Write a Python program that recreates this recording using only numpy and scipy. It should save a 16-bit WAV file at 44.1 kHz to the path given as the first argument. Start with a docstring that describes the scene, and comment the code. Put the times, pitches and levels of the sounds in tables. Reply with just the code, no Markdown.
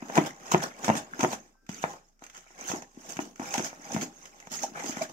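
"""A kitchen counter, two microphones close to a steel bowl where a spoon beats thick batter.
Over a room tone, quick rattles of knocks on the damped bowl and wet smacks come first, between sweeps of
the spoon that hiss, squelch, scrape and slosh; about a second and a half in, something squeaks faintly
far away. Softer strokes follow, then wet smacks return, with batter tearing and air pockets plopping to
the end. Shaped noise makes drags and smacks, decaying sines the knocks, and the kitchen answers quietly."""
import sys
import numpy as np
from scipy import signal
from scipy.fft import rfft, irfft, next_fast_len
from scipy.io import wavfile
from scipy.ndimage import uniform_filter1d, map_coordinates

SR = 44100
rng = np.random.default_rng(int(sys.argv[2]) if len(sys.argv) > 2 else 0)


def transcribe(signal):
    """Save signal, clipped to [-1, 1], as a 16-bit WAV file at the path in sys.argv[1]."""
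    frames = np.atleast_2d(signal).T
    limited = np.clip(frames, -1, 1)
    pcm = np.round(limited * 32767).astype(np.int16)
    wavfile.write(sys.argv[1], SR, pcm)


N = 226012


def amp(db):
    """Decibels to a linear factor."""
    return 10 ** (np.asarray(db) / 20)


def unit(x):
    """Scale to an RMS of one."""
    return x / np.sqrt(np.mean(x ** 2) + 1e-20)


def along(points, hz):
    """Read a curve of (frequency [Hz], value) points on a log frequency axis."""
    point_hz, value = np.transpose(points)
    return np.interp(np.log(hz + 1), np.log(point_hz + 1), value)


def wobble(rate):
    """A smooth random curve with `rate` knots a second."""
    knots = rng.standard_normal(int(N * rate / SR) + 4)
    return map_coordinates(knots, [np.arange(N) * rate / SR])


def filtered(x, response):
    """Multiply the spectrum of x by a complex response of frequency."""
    m = next_fast_len(N + SR // 2)
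    return irfft(rfft(x, m) * response(np.fft.rfftfreq(m, 1 / SR)), m)[..., :N]


def gritty(colour, patchy_db, lumps):
    """Two streams of coloured noise under a lumpy gain, with small patches of pitch that come and go."""
    spectra = signal.stft(rng.standard_normal((2, N)), nperseg=256)[2]
    field = rng.standard_normal(spectra.shape[1:])
    field = uniform_filter1d(field, size=2, axis=0)  # blur over frequency
    field = uniform_filter1d(field, size=4, axis=1)  # blur over time
    pair = signal.istft(spectra * amp(patchy_db * unit(field)), nperseg=256)[1][:, :N]
    return unit(filtered(pair * lumps, colour))


# colour of the room tone: (frequency [Hz], relative level per hertz [dB])
AIR_COLOUR = [(47, -42.5), (80, -21.5), (183, -11), (977, -30.5), (1240, -24), (4290, -43.5), (5100, -23),
              (11900, -48.5), (13000, -30), (14500, -49)]
# far squeak, two gliding lines: (start time [s], start pitch [Hz], end pitch [Hz], mean level [dB])
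SQUEAK_LINES = [(1.54, 1260, 1370, -80), (1.54, 1530, 1590, -70.5)]


def background():
    """Room tone is coloured noise; a faint far squeak is two unsteady sines that glide up."""
    t = np.arange(N) / SR
    noise = rng.standard_normal((2, N))
    air = amp(-74.5) * unit(filtered(noise, lambda hz: amp(along(AIR_COLOUR, hz))))
    squeak = np.zeros(N)
    for start, start_hz, end_hz, db in SQUEAK_LINES:
        progress = np.clip((t - start) / 0.157, 0, 1)  # lasts 0.157 s
        pitch = start_hz + (end_hz - start_hz) * np.sqrt(progress) + 12 * wobble(90)
        swell = np.sqrt(np.abs(np.sin(np.pi * progress)))
        squeak += amp(db + 3 * wobble(50)) * swell * np.sin(2 * np.pi * np.cumsum(pitch) / SR)
    return air + squeak


# how long the kitchen answers: (frequency [Hz], t60 [s])
KITCHEN_T60 = [(150, 0.29), (1000, 0.11), (6000, 0.14), (15000, 0.1)]


def kitchen(x):
    """Each frequency of the room's answer dies at its own speed; long waves are alike at both microphones."""
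    hz, t, spectra = signal.stft(rng.standard_normal((2, SR // 2)), SR, nperseg=256)
    apart = (hz ** 2 / (hz ** 2 + 450 ** 2))[:, None]  # the sides differ above about 450 Hz
    spectra = spectra[0] + [[[1]], [[-1]]] * spectra[1] * apart
    decay = amp(-60 * t / along(KITCHEN_T60, hz)[:, None])
    tail = signal.istft(spectra * decay, SR, nperseg=256)[1]
    tail = tail / np.linalg.norm(tail[0])
    delayed = np.pad(x, (300, 0))  # 300 samples, about 7 ms
    return signal.fftconvolve(delayed[None], tail, axes=1)[:, :N]


# air pockets bursting, and bright ticks of the spoon (rows near 0.51, 0.64, 1.20 and 1.83 s): (time [s], level
# before flicker [dB], mean pitch [Hz], length [s])
PLOPS_AND_TICKS = [(.513, -22, 1350, .011), (0.637, -29, 1350, .011), (1.201, -25, 1170, 0.012),
                   (1.832, -37, 1600, 0.02), (1.55, -57.5, 770, 0.01), (3.534, -30.5, 795, 0.029),
                   (3.891, -37.5, 781, 0.028), (4.632, -24.5, 749, 0.018), (5.007, -25.5, 723, 0.023)]


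def plops():
    """Each ring flutters unevenly for some 8 to 32 cycles: a trapped pocket of air bursting as its mouth
    changes shape, or a brief bright tick as the spoon strikes."""
    out, flutter = np.zeros(N + SR), wobble(250)
    for start, db, hz, length in PLOPS_AND_TICKS:
        i = round(start * SR)
        progress = np.arange(round(length * SR)) / (length * SR)
        pitch = hz * (1 + .18 * flutter[i:i + len(progress)])
        ring = np.sin(2 * np.pi * np.cumsum(pitch) / SR)
        out[i:i + len(progress)] += amp(db) * np.sin(np.pi * progress) * ring
    flicker = amp(3.6 * wobble(200))
    return out[:N] * flicker * [[1], [0]]  # direct stream only


def crackle(rate, spread_db, t60):
    """Gain spikes from tiny films of batter bursting at random: about a millisecond to swell, then a decay."""
    bursts = rng.random(N) < rate / SR
    spikes = bursts * amp(spread_db * rng.standard_normal(N))
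    decays = signal.lfilter([1], [1, -amp(-60 / (t60 * SR))], spikes)
    return uniform_filter1d(decays, size=SR // 700)


POPS_PER_S, POP_HZ, POP_REACH_OCT = 260, 1900, 1.5  # pitches reach this far up and down
POP_CYCLES, POP_SPREAD_DB = 5, 5.5  # cycles per decay unit; mean lift over the softest pop


def pops():
    """Sticky bubbles each ring a few cycles on their own rising pitch; a few are much louder than the rest."""
    draw, t = rng.random((round(POPS_PER_S * N / SR), 4)), np.arange(SR // 100) / SR
    hz = POP_HZ * 2 ** (POP_REACH_OCT * (draw[:, 1:2] + draw[:, 2:3] - 1))
    u = t * hz / POP_CYCLES
    level = amp(-POP_SPREAD_DB * np.log(draw[:, 3:]))
    rings = level * u * np.exp(-3 * u) * np.sin(2 * np.pi * hz * t * (1 + .05 * u))
    at = (draw[:, :1] * N).astype(int) + np.arange(len(t))
    train = np.bincount(at.ravel(), rings.ravel(), N + len(t))[:N]
    return unit(train) * [[1], [0]]  # direct stream only


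# the bowl under its load of batter: (resonance [Hz], least width [Hz], level [dB])
BOWL_MODES = [(164.6, 23, -6), (346, 91, -10.5), (523, 227, -6), (587, 31, -0.5), (675, 127, -6.5),
              (838, 109, -0.5), (975, 360, -6.5), (1103, 100, -2.5), (1590, 220, -14)]


def bowl(hz):
    """Causal sum of the bowl's resonances; the batter damps each to a quality factor of 8 at most."""
    total = 0
    for k, (centre, least_width, db) in enumerate(BOWL_MODES):
        width = max(least_width, centre / 8)
        resonance = 1j * hz * width / (centre * centre - hz * hz + 1j * hz * width)
        total = total + (-1) ** k * amp(db) * resonance  # neighbours alternate in sign
    return total


# spoon sweeps: (full-speed time [s], build-up [s], hold [s],
#                hiss level [dB], squelch level [dB], scrape level [dB], slosh level [dB])
SPOON_SWEEPS = [(0.154, 0.16, .1, -46, -46, -40.5, -46), (0.517, 0.15, 0.14, -46, -45.5, -41.5, -52.5),
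                (0.862, 0.11, 0.11, -43.5, -45, -38, -46.5), (1.22, 0.14, 0.11, -47.5, -49.5, -43, -46),
                (1.428, .05, 0.047, -65, -71, -64.5, -69), (1.619, 0.011, 0.079, -83, -94, -78, -70.5),
                (1.693, 0.0081, 0.11, -49, -52.5, -57.5, -54.5), (1.838, .02, 0.081, -51, -56, -44, -59),
                (2.034, .03, 0.051, -72.5, -99, -90, -83), (2.222, 0.017, 0.018, -59, -60, -57.5, -63),
                (2.352, 0.037, 0.026, -52.5, -54, -59, -73), (2.504, 0.19, .08, -62, -61.5, -70, -80),
                (2.598, 0.027, 0.044, -48.5, -50, -50.5, -52.5), (2.707, 0.13, .06, -47.5, -56, -45, -50.5),
                (3.1, 0.16, 0.032, -47, -58.5, -50.5, -57), (3.184, 0.0073, 0.079, -54, -66, -53, -49),
                (3.402, .01, 0.041, -54, -63, -45, -53), (3.471, .08, 0.19, -43, -45.5, -45, -51.5),
                (3.93, 0.19, .1, -45.5, -48, -44, -46), (4.198, 0.14, 0.073, -56, -61.5, -60, -61),
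                (4.346, 0.14, 0.12, -59.5, -64, -59.5, -62), (4.52, .02, .12, -44, -49.5, -57.5, -50),
                (4.764, 0.034, 0.046, -50, -44.5, -40.5, -60),
                (4.843, 0.089, 0.056, -42.5, -54, -47.5, -45), (4.983, 0.16, 0.03, -45.5, -43.5, -47, -56),
                (5.089, 0.013, .05, -56.5, -74, -52.5, -54.5)]
# batter tearing off the spoon: (middle time [s], length [s], wet level [dB], bowl level [dB])
BATTER_TEARS = [(0.17, 0.062, -44, -26.5), (0.271, 0.029, -34.5, -33), (0.529, 0.053, -29.5, -32),
                (0.633, 0.034, -33, -33.5), (0.859, 0.054, -35.5, -44), (0.975, 0.04, -31.5, -34.5),
                (1.232, 0.09, -37, -43.5), (1.329, 0.074, -37.5, -41.5), (1.827, .035, -40, -54),
                (2.696, 0.094, -34, -65), (3.1, .05, -42.5, -49.5), (3.215, .04, -40.5, -52),
                (3.55, 0.058, -37, -41), (3.66, 0.085, -38.5, -47), (3.942, 0.049, -40, -56.5),
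                (4.029, 0.047, -34.5, -43), (4.543, 0.1, -36.5, -49.5), (4.634, 0.064, -36, -46),
                (4.776, .05, -53, -39), (4.88, 0.16, -42.5, -53.5), (5.028, 0.064, -35.5, -37.5)]
BUILD_DB = 17  # climb over one build-up
WET_FALL_DB_PER_S, BOWL_FALL_DB_PER_S = 204, 193  # dying away after the hold
TEAR_SQUELCH_DB, TEAR_SLOSH_DB = -13.5, -9.5  # while tearing: squelch over hiss, slosh over scrape


def motion():
    """Gains of hiss, squelch, scrape and slosh: a sweep climbs, holds and dies away; a tear is a smooth bump."""
    t = np.arange(0, N + 32, 32) / SR
    full, build, hold, *levels = np.transpose(SPOON_SWEEPS)[..., None]
    climb_db = BUILD_DB * np.minimum(t - full, 0) / build
    late = np.maximum(t - full - hold, 0)
    falls = [WET_FALL_DB_PER_S] * 2 + [BOWL_FALL_DB_PER_S] * 2
    sweeps = [amp(db + climb_db - fall * late) for db, fall in zip(levels, falls)]
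    middle, length, wet_db, bowl_db = np.transpose(BATTER_TEARS)[..., None]
    bump = np.cos(np.pi * np.clip((t - middle) / length, -.5, .5)) ** 2
    tear_levels = (wet_db, wet_db + TEAR_SQUELCH_DB, bowl_db, bowl_db + TEAR_SLOSH_DB)
    tears = [amp(db) * bump for db in tear_levels]
    # overlapping strokes add as powers
    gains = [np.linalg.norm(np.vstack(pair), axis=0) for pair in zip(sweeps, tears)]
    return [np.interp(np.arange(N) / SR, t, gain) for gain in gains]


# colours of hiss, squelch and slosh: (frequency [Hz], relative level per hertz [dB])
HISS_COLOUR = [(1500, -16), (3000, -9), (4300, -14.5), (6500, 2), (8000, -13), (9600, -23.5), (13500, -20),
               (15800, -23.5)]
SQUELCH_COLOUR = [(800, -38), (1300, -4), (1700, -6.5), (2300, -7), (2900, -16), (3700, -24), (4600, -77.5)]
SLOSH_COLOUR = [(50, -69), (90, -50), (165, -6.5), (250, 0.5), (350, -4), (460, -7.5), (700, -39)]


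def drag():
    """Batter tears with a fine hiss and a sticky squelch, the spoon's edge rubs the bowl, the mass sloshes."""
    films = crackle(rate=86, spread_db=2.5, t60=0.013)
    specks = crackle(rate=640, spread_db=4.5, t60=0.0023)
    hiss = gritty(lambda hz: amp(along(HISS_COLOUR, hz)), patchy_db=5.5,
                  lumps=1 + 1.2 * films + .6 * specks)
    squelch = gritty(lambda hz: amp(along(SQUELCH_COLOUR, hz)), patchy_db=7.5,
                     lumps=1 + 0.67 * films + 0.44 * specks)
    squelch = squelch + .7 * pops()
    scrape = gritty(bowl, patchy_db=2.5, lumps=1 + 1.2 * films)
    slosh = gritty(lambda hz: amp(along(SLOSH_COLOUR, hz)), patchy_db=2.5, lumps=amp(3.5 * wobble(45)))
    return sum(gain * layer for gain, layer in zip(motion(), (hiss, squelch, scrape, slosh)))


# wet smacks of batter parting: (time [s], burst level before colouring [dB])
WET_SMACKS = [(0.1543, -18), (0.174, -15.5), (.261, -31.5), (0.5192, -14), (.621, -30), (.8275, -39),
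              (0.8445, -17), (0.8809, -18.5), (0.9529, -22.5), (1.1933, -24), (1.2072, -16.5), (1.231, -20),
              (1.3139, -37), (1.332, -26.5), (1.665, -44.5), (1.6914, -29), (1.8283, -27.5), (2.1924, -51),
              (2.2388, -32), (2.2647, -35), (2.2979, -35.5), (2.3465, -39), (2.376, -33.5), (2.6837, -34.5),
              (2.8213, -31.5), (2.9465, -65), (3.1686, -25.5), (3.1912, -45), (3.3581, -37),
              (3.3972, -33.5), (3.5396, -13.5), (3.557, -20), (3.5792, -16.5), (3.9449, -23.5),
              (4.0115, -23), (4.2552, -33), (4.401, -35.5), (4.47, -36), (4.5151, -54), (4.9707, -33.5)]


def smacks():
    """Batter parts in short bright noise bursts that swell fast and die away."""
    out, t = np.zeros((2, N + SR)), np.arange(SR // 8) / SR
    swell = 1 - np.exp(-t / 0.00027)
    bursts = rng.standard_normal((len(WET_SMACKS), 2, len(t)))
    for (start, db), burst in zip(WET_SMACKS, bursts):
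        i = round(start * SR)
        out[:, i:i + len(t)] += amp(db - 60 * t / 0.034) * swell * burst  # t60 of 34 ms
    return filtered(out[:, :N], lambda hz: amp(along(HISS_COLOUR, hz)) + amp(along(SQUELCH_COLOUR, hz) + 5.5))


# knocks on the bowl: (time [s], snap level [dB], thump level before its lift [dB], settled thump pitch [Hz])
BOWL_KNOCKS = [(0.024, -29, -25.5, 241), (0.099, -23, -43.5, 278), (.171, -13.5, -32, 232),
               (.178, -4.5, -27.5, 168.6), (.184, -5, -6, 304.6), (0.539, -16.5, -13, 187),
               (.546, -3.5, -9, 345), (.638, -24.5, -25.5, 231), (0.838, -28.5, -50.5, 267),
               (.881, -10.5, -21, 200), (.891, -8.5, -13.5, 253.3), (.9, -5, -13.5, 228),
               (.952, -22.5, -22, 264.6), (1.193, -24.5, -20, 293), (1.207, -23, -37, 363),
               (1.231, -15, -13.5, 230), (1.239, -10.5, -23, 354), (1.247, -7.5, -18.5, 347),
               (1.332, -20, -27, 238.5), (1.692, -30.5, -23.5, 187), (1.84, -11, -43, 197),
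               (1.938, -33, -48, 415), (2.222, -36.5, -43, 278), (2.465, -47.5, -65, 342),
               (2.506, -44.5, -52, 334), (2.7, -24, -28.5, 179), (2.716, -20.5, -40, 178),
               (2.735, -55, -20.5, 276), (2.745, -26, -30.5, 350), (2.824, -32, -50, 357),
               (2.973, -65, -32, 241), (3.166, -38.5, -32, 163), (3.191, -17.5, -18.5, 282),
               (3.397, -24.5, -22, 257), (3.419, -27.5, -31, 244), (3.579, -22.5, -19.5, 238),
               (3.595, -19.5, -26.5, 167), (3.602, -63.5, -20.5, 302), (3.73, -31.5, -45, 274),
               (3.946, -37, -16.5, 220), (3.964, -17.5, -16.5, 183), (4.029, -44, -23, 283.6),
               (4.472, -33, -41, 191), (4.518, -38.5, -35, 215), (4.719, -44, -36, 216),
               (4.843, -28.5, -28, 280), (4.894, -29, -23, 260), (4.97, -26, -26.5, 225)]
# the whole bowl rocking on the counter: (pitch [Hz], relative level [dB], t60 [s])
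BOWL_ROCK = [(120, -12.5, 0.035), (153.7, -14.5, 0.097)]
SNAP_HZ, THUMP_T60_S, CRACK_T60_S = 810, 0.028, .013
CRACK_DB, THUMP_LIFT_DB = 6, 3.5  # crack noise over snap, before colouring; lift of every thump


def knocks():
    """Each knock: a crack, a one-cycle snap that rings the bowl, then the loaded wall's slow thump."""
    t = np.arange(SR // 5) / SR
    snaps, thumps, cracks = np.zeros(N + SR), np.zeros(N + SR), np.zeros((2, N + SR))
    crack_len = SR // 50
    grit = rng.standard_normal((len(BOWL_KNOCKS), 2, crack_len))
    snap = t * np.exp(-t * SNAP_HZ / 0.34) * np.sin(2 * np.pi * SNAP_HZ * t)
    snap = snap / np.abs(snap).max()
    swell = (1 - np.exp(-t / .001)) ** 2
    rock = sum(amp(db - 60 * t / t60) * np.sin(2 * np.pi * hz * t) for hz, db, t60 in BOWL_ROCK)
    for (start, db, thump_db, thump_hz), noise in zip(BOWL_KNOCKS, grit):
        i = round(start * SR)
        snaps[i:][:len(t)] -= amp(db) * snap
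        cracks[:, i:i + crack_len] += amp(db + CRACK_DB - 60 * t[:crack_len] / CRACK_T60_S) * noise
        # the thump swells within milliseconds and sags in pitch as the batter settles
        cycles = thump_hz * (t + .001 * (1 - np.exp(-t / .002)))
        thump_gain = amp(thump_db + THUMP_LIFT_DB - 60 * t / THUMP_T60_S)
        thumps[i:][:len(t)] -= thump_gain * swell * np.sin(2 * np.pi * cycles)
        # doubled decibels: in effect only hard blows rock the whole bowl
        thumps[i:][:len(t)] += amp(2 * db) * swell * rock
    body = snaps[:N] + 0.9 * filtered(snaps[:N], bowl) + thumps[:N]
    return body * [[1], [0]] + filtered(cracks[:, :N], lambda hz: amp(along(SQUELCH_COLOUR, hz)))


# likeness of the two microphones for equal streams: (frequency [Hz], correlation [1])
MIC_LIKENESS = [(150, 1), (350, 0.78), (1000, 0.74), (3000, 0.29), (6000, 0.069), (14000, 0.18)]
# balance of the two microphones: (frequency [Hz], left minus right level [dB])
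MIC_LEAN = [(100, -2.5), (300, 5), (600, -2.5), (1200, 5), (2500, 1), (5000, -6), (9000, -7.5), (14000, -1)]
# phase between the microphones: (frequency [Hz], lead of the left [rad])
MIC_LEAD = [(0, 0), (260, -.3), (430, -1), (690, -.5), (860, -.3), (1200, -3.1), (1720, -3.2), (2580, -6.1),
            (3960, -10.5), (8270, -21), (16000, -39.5)]


def ports(pair):
    """A direct and a scattered stream reach both microphones; the treble reaches the left one later."""
    def turn(hz):
        return np.arccos(np.clip(along(MIC_LIKENESS, hz), -1, 1)) / 2

    def tilt(hz):
        lead = np.interp(hz, *np.transpose(MIC_LEAD))
        return amp(sign * along(MIC_LEAN, hz) / 2) * np.exp(1j * sign * lead / 2)

    sign = np.array([[1], [-1]])  # left, right
    mid, side = filtered(pair, lambda hz: np.array([np.cos(turn(hz)), np.sin(turn(hz))]))
    return filtered(mid + sign * side, tilt)


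def scene():
    """The close bowl and spoon, the kitchen's answer to the direct stream, and the background."""
    near = drag() + knocks() + plops() + smacks()
    return ports(near) + amp(-7.5) * kitchen(near[0]) + background()


LOW_HZ, TOP_HZ, DRONE_HZ = 85, 15750, 27.7  # bass cut, band limit, steady drone


def record(dry):
    """The microphones cut the deep bass, a very low steady drone is added, nothing stays above the band limit."""
    drone = amp(-66) * np.sin(2 * np.pi * DRONE_HZ * np.arange(N) / SR)
    bass_cut = signal.sosfilt(signal.butter(4, LOW_HZ, "high", fs=SR, output="sos"), dry)
    return filtered(bass_cut + drone, lambda hz: hz < TOP_HZ)


dry = scene()
out = record(dry)
transcribe(out)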